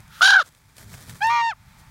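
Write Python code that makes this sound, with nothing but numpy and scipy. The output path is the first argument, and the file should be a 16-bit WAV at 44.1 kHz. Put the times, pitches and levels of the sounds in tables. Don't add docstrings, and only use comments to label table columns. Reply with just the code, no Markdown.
import sys
import numpy as np
from scipy import signal
from scipy.fft import rfft, irfft, next_fast_len
from scipy.io import wavfile
from scipy.ndimage import uniform_filter1d, map_coordinates

SR = 44100
rng = np.random.default_rng(int(sys.argv[2]) if len(sys.argv) > 2 else 0)


def rack_gain(trim_db):
    fader = np.asarray(trim_db, float)
    return 10 ** (fader / 20)


def digitize_waveform(pressure):
    field = np.atleast_2d(pressure).T
    bounded = np.clip(field, -1, 1)
    quanta = np.round(bounded * 32767).astype(np.int16)
    wavfile.write(sys.argv[1], SR, quanta)


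N = 83790
TIME = np.arange(N) / SR
TOP_HZ = 15850
RING_RAD = .7


def unit(x):
    return x / np.sqrt(np.mean(x ** 2) + 1e-20)


def along(points, hz):
    f, level_db = np.transpose(points)
    return np.interp(np.log(np.abs(hz) + 1), np.log(f + 1), level_db)


def curves(rows):
    s, *columns = np.transpose(rows)
    gate = np.clip(np.minimum(TIME - s[0], s[-1] - TIME) / .0015, 0, 1)
    smooth = [uniform_filter1d(np.interp(TIME, s, column), size=200) for column in columns]
    return smooth + [gate]


def wobble(rate):
    return map_coordinates(rng.standard_normal(N // 8), [TIME * rate])


def wobbles(rate, k):
    return np.array([wobble(rate) for _ in k])


def noise(spectrum):
    m = next_fast_len(N)
    gains = rack_gain(along(spectrum, np.fft.rfftfreq(m, 1 / SR)))
    return unit(irfft(rfft(rng.standard_normal(m)) * gains, m)[:N])


def bumps(times, width_s):
    return np.exp(-.5 * ((TIME - np.c_[times]) / np.c_[width_s]) ** 2)


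def stack(pitch, phase, throat, bright_db, knee_hz, swing, lag_rad=0, ring_rad=RING_RAD):
    k = np.c_[1:16]
    brightness = bright_db * np.log2(np.maximum(k * pitch / knee_hz, 1))
    gains = rack_gain(along(throat, k * pitch) + brightness)
    gains = gains / np.sqrt(np.sum(gains ** 2, axis=0) / 2) * (k * pitch < TOP_HZ)
    drift_rad = .09 * wobbles(60, k)
    lag = np.maximum(k - 2, 0) * (ring_rad + drift_rad) + lag_rad * (k > 2)
    return np.sum(gains * swing(k) * np.cos(k * phase - lag), axis=0)


# f/Hz, density/dB per Hz
TOWN = [(15, -43.5), (25, -10.5), (145, -6), (439, -39.5), (863, -24), (2410, -27), (2840, -35.5),
        (3340, -32), (16000, -42.5)]


def town():
    whine_hz, wide_hz = 887, 50
    whine = noise([(whine_hz - 2 * wide_hz, -40), (whine_hz, 0), (whine_hz + 2 * wide_hz, -40)])
    hum = rack_gain(-52.5 + 2.0 * wobble(5.3)) * noise(TOWN) + rack_gain(-67) * whine

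    def ducked(onset_s):
        recovery_s = 0.61
        return (TIME > onset_s) * np.exp(-(np.maximum(TIME - onset_s, 0) / recovery_s) ** 2)

    croak_onset_s, call_onset_s = CROAK[1][0], CALL[2][0]
    return hum * rack_gain(-11 * ducked(croak_onset_s) - 1.5 * ducked(call_onset_s))


# t/s, length/s, hiss level/dB, wing push level/dB
SWISHES = [(.005, 0.0039, -49, -42.5), (0.18, 0.15, -55, -63.5), (0.469, 0.039, -53, -71),
           (0.655, 0.46, -62, -65), (0.801, 0.051, -48.5, -65), (0.83, 0.056, -56.5, -56),
           (0.881, 0.0815, -57.5, -46), (0.948, .08, -47.5, -44.5), (1.021, 0.067, -47.5, -49),
           (1.1, 0.064, -46, -39), (1.157, 0.03, -51, -46), (1.262, 0.16, -49, -48),
           (1.801, 0.044, -55.5, -77)]
# f/Hz, density/dB per Hz
FEATHER = [(150, -36), (250, -4.5), (816, -6.5), (1760, -5), (2400, -7), (2810, -17), (3170, -9),
           (8400, -9), (16000, -16)]
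# f/Hz, density/dB per Hz
PUSH = [(15, -38), (25, -9), (113, 6.5), (270, -11), (314, -34.5), (400, -13), (520, -51.5), (880, -120)]
# t/s, peak level/dB, length/ms, thin share/0-1
TICKS = [(0.079, -45, 4.4, 0.9), (.2255, -20.5, 8.3, 1), (0.423, -43, 9.35, 1), (0.549, -44, 3.85, 1),
         (0.767, -38, 4.7, 0.9), (0.782, -35.5, 6.6, 1), (0.805, -41.5, 1.73, 0.1), (0.94, -30, 5.6, 0.3),
         (0.991, -30, 1.6, 0.2), (1.095, -28.5, 9.6, 0.6), (1.139, -40, 1.27, 0.2), (1.157, -38, 5.3, 0),
         (1.27, -28.5, 4.3, 0.7)]
# f/Hz, level/dB
DULL = [(500, -5.5), (1800, 9), (6000, -27.5)]
# f/Hz, level/dB
THIN = [(4000, -8), (9000, -8.5), (15500, -20.5)]


def feathers():
    s, length_s, hiss_db, push_db = np.transpose(SWISHES)
    shape = bumps(s, length_s / 2.56)
    grain_db = 1.5 * wobble(60) + 2.5 * wobble(700)
    hiss = unit(noise(FEATHER) * rack_gain(grain_db)) * (rack_gain(hiss_db) @ shape)
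    push = noise(PUSH) * (rack_gain(push_db) @ shape)

    s, tick_db, ms, thin = np.transpose(TICKS)
    since = TIME - np.c_[s]
    decay = (since >= 0) * np.exp(-np.abs(since) / np.c_[ms / 2000])
    ticks = np.c_[rack_gain(tick_db - 3)] * decay
    return hiss + push + (1 - thin) @ ticks * noise(DULL) + thin @ ticks * noise(THIN)


def yard(x):
    echo_db, t60_s, delay_s = -32, .15, .008
    t = np.arange(SR // 2) / SR
    tail = rng.standard_normal(len(t)) * rack_gain(-60 * t / t60_s) * (t > delay_s)
    return rack_gain(echo_db) * signal.fftconvolve(x, tail / np.linalg.norm(tail))[:N]


# t/s, pitch f/Hz, level/dB, brightness/dB per octave
CALL = [
    (1.206, 770, -40, 0.5),
    (1.22, 810, -21.5, 3),
    (1.245, 893.3, -17.5, 4.5),
    (1.295, 921.3, -19, 3.5),
    (1.33, 946.8, -19.5, -4.5),
    (1.41, 931.6, -20, 4),
    (1.49, 915.3, -22, 5.5),
    (1.508, 849, -28, 6),
    (1.537, 554, -38.5, -7),
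]
# f/Hz, level/dB
CALL_THROAT = [(600, -10), (900, 11), (1200, 12.5), (1850, -0.5), (2800, -10), (3700, -19), (5500, -26),
               (7000, -36.5), (8500, -47.5), (11500, -75), (13300, -60)]
# t/s, pitch f/Hz, level/dB
SECOND = [
    (1.285, 1180, -53),
    (1.303, 1164, -23.5),
    (1.323, 1199, -25),
    (1.363, 1188, -23.5),
    (1.413, 1162, -28.5),
    (1.435, 1180, -60),
]
# multiple of first f, multiple of second f, level re second side/dB
MIXES = [(0, 1, -2), (0, 2, -6.5), (1, 1, -14), (-1, 2, -15), (2, -1, -33), (1, 2, -18), (2, 1, -30.5),
         (2, 2, -20.5), (3, -1, -29.5), (0, 3, -36), (3, 1, -23.5), (1, 3, -41), (3, 2, -42), (2, 3, -25),
         (4, 2, -30), (4, 1, -46), (3, 3, -42)]
# f/Hz, level/dB
MIX_RASP = [(700, -36), (1350, -10.5), (1700, -24.5), (2400, 0), (3000, -10), (4200, -3.5), (6500, 0),
            (8000, -24.5)]
# t/s, centre f/Hz, level/dB
HOLLOW = [
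    (1.22, 3320, 9),
    (1.24, 3400, -24),
    (1.28, 4360, -7),
    (1.34, 5630, -1),
    (1.4, 6100, 10),
]
# t/s, share of the depth
FLUTTER_FADES = [
    (1.2, 2.6),
    (1.3, 1.43),
    (1.42, 1),
    (1.54, 1.5),
]
# f/Hz, level/dB
RASP = [(430, -56), (650, -17), (1200, 0.5), (2400, -5.5), (2900, 7), (4500, 4), (6800, -5.5), (7800, -20),
        (8800, -12), (15500, -28.5)]


def call():
    pitch, level_db, bright_db, gate = curves(CALL)
    other, other_db, other_gate = curves(SECOND)
    dip_hz, dip_db, dip_gate = curves(HOLLOW)
    fading = curves(FLUTTER_FADES)[0]
    flutter_hz, jitter = 79.05, 0.0041
    beat = 2 * np.pi * np.cumsum(flutter_hz * (1 + 0.0706 * wobble(25.5))) / SR

    def flutter(k):
        depth = np.clip(fading * (0.075 + .09 * (k - 1)), 0, .95)
        return 1 + depth * np.cos(beat - 0.23 * k ** 1.79)

    def uneven(k):
        shimmer_db = .8 * np.clip(k - 2, 0, 3) * wobbles(44.1, k)
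        hollow_db = dip_gate * dip_db * np.exp(-((k * pitch - dip_hz) / 450) ** 2)
        return flutter(k) * rack_gain(shimmer_db + hollow_db)

    first = 2 * np.pi * np.cumsum(pitch * (1 + jitter * wobble(300))) / SR
    second = 2 * np.pi * np.cumsum(other * (1 + jitter * wobble(430))) / SR + 0.29 * np.cos(beat)
    tone = stack(pitch, first, CALL_THROAT, bright_db, 1060, uneven, lag_rad=.7, ring_rad=1.2)
    air = rack_gain(-31) * noise(CALL_THROAT) + rack_gain(-36 + bright_db) * noise(RASP)
    rasp = air * (1 + 0.09 * np.cos(first))

    mixes = 0
    for m, n, db in MIXES:
        line = np.cos(m * first + n * second - RING_RAD * (n - 1))
        mixes = mixes - (-1) ** m * rack_gain(db) * flutter(abs(m) + abs(n)) * line
    breathy = rack_gain(-21) * noise(MIX_RASP) * (1 + 0.76 * np.cos(second - first))
    return gate * rack_gain(level_db) * (tone + rasp) + other_gate * rack_gain(other_db) * (np.sqrt(2) * mixes + breathy)


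# t/s, pitch f/Hz, level/dB, brightness/dB per octave
CROAK = [
    (.2085, 635, -8.5, 2.5),
    (.219, 694.9, -8.5, 7.5),
    (.243, 762, -12, 10),
    (.29, 785.8, -13.5, 8),
    (.345, 792, -10.5, -3),
    (.378, 770.7, -11, -11.5),
    (.402, 665.3, -15.5, 3),
    (.418, 545, -26, 5),
    (.4295, 355, -32.5, 5.5),
]
# t/s, choke depth/dB, pop level/dB, pitch sag/share, glare/dB
SLIPS = [(0.2147, 30.5, -32, 0.32, 2.5), (0.2257, 25, -18, .7, 2), (0.2475, 9, -21.5, 0.68, 1),
         (.281, 6.5, -5, 1.08, 3.5), (0.307, 6.5, -6.5, 0.91, 5.5), (0.315, 9, -27, 0.5, -4.5),
         (.33, 9, -33.5, 1, 1.5), (0.3408, 15, -8.5, 0.2, 7), (.356, 20, -15, 1, 3),
         (0.3648, 12.5, -24, 0.9, 1.5), (.384, 22.5, -44, 0.7, -1.5), (0.3962, 22, -8, 0.2, -1.5)]
# f/Hz, level/dB
CROAK_THROAT = [(600, -3.5), (1000, -14.5), (1300, 16.5), (1650, 4.5), (2400, -23.5), (3000, -10.5),
                (4000, -10.5), (5000, -25), (6800, -28.5), (7800, -52), (9000, -43), (14500, -63.5)]
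# t/s, level/dB
PUFF = [
    (.09, -59.5),
    (.15, -46),
    (.205, -46),
    (.215, -52.5),
    (.43, -73.5),
    (.44, -59),
    (.56, -74.5),
]
# f/Hz, level/dB
PUFF_THROAT = [(800, -71.5), (1100, -5.5), (1350, 4.5), (1700, -3.5), (2300, -11), (3300, -5.5),
               (4500, -10), (9000, -19)]


def croak():
    pitch, level_db, bright_db, gate = curves(CROAK)
    s, depth_db, pop_db, share, glare_db = np.transpose(SLIPS)
    since = TIME - np.c_[s]
    slip_s, pop_s = .0011, .0014

    def lopsided(before_s, after_s):
        return np.exp(-(since / np.where(since < 0, before_s, after_s)) ** 2)

    sag = .14 * (np.c_[share] * np.where(since < 0, 1, .6) * lopsided(.005, .009)).max(0)
    shine_db = (np.c_[glare_db] * lopsided(.007, .004)).max(0)

    beak_opens_s, muffle_share = .2178, .35
    shut_db = -17 * np.clip((beak_opens_s - TIME) / pop_s, 0, 1)
    shine_db = shine_db + (1 - muffle_share) * shut_db
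    level_db = level_db + muffle_share * shut_db

    gap = bumps(s, slip_s)
    pop_phase = 2 * np.pi * np.cumsum(1.25 * pitch) / SR
    pop = rack_gain(pop_db) @ bumps(s, pop_s) * np.cos(pop_phase)

    jitter, wander = .005 * wobble(700), .012 * wobble(88)
    pitch = pitch * (1.04 - uniform_filter1d(sag, size=40) + jitter + wander)
    skip = .12 * share @ bumps(s + slip_s, slip_s) / (slip_s * np.sqrt(2 * np.pi))
    phase = 2 * np.pi * np.cumsum(pitch + skip) / SR
    choke_db = depth_db @ gap

    def drift(k):
        shimmer_db = 1.1 * np.sqrt(k) * wobbles(90, k)
        return rack_gain(shimmer_db - choke_db * np.where(k == 2, 1, .3) + shine_db * (k > 2))

    tone = -stack(pitch, phase, CROAK_THROAT, bright_db, 1900, drift)
    rasp_db = -21 + 5 * gap.max(0) + shine_db + bright_db + 2 * wobble(170)
    rasp = noise(RASP) * (1 + 0.32 * np.cos(phase)) * rack_gain(rasp_db)
    puff_db, puff_gate = curves(PUFF)
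    puff = puff_gate * rack_gain(puff_db) * noise(PUFF_THROAT)
    return gate * rack_gain(level_db) * (tone + rasp + pop) + puff


def scene():
    voices = croak() + call()
    return (voices + yard(voices) + feathers() + town())[None]


def roll_off(x):
    return signal.sosfilt(signal.butter(12, 17030, fs=SR, output="sos"), x)


def record(dry):
    ceiling = .86
    dry = dry / (1 + np.abs(dry / ceiling) ** 6) ** (1 / 6)
    m = next_fast_len(N)
    mix = irfft(rfft(dry, m) * (np.fft.rfftfreq(m, 1 / SR) < TOP_HZ), m)[:, :N]
    return roll_off(mix)


dry = scene()
out = record(dry)
digitize_waveform(out)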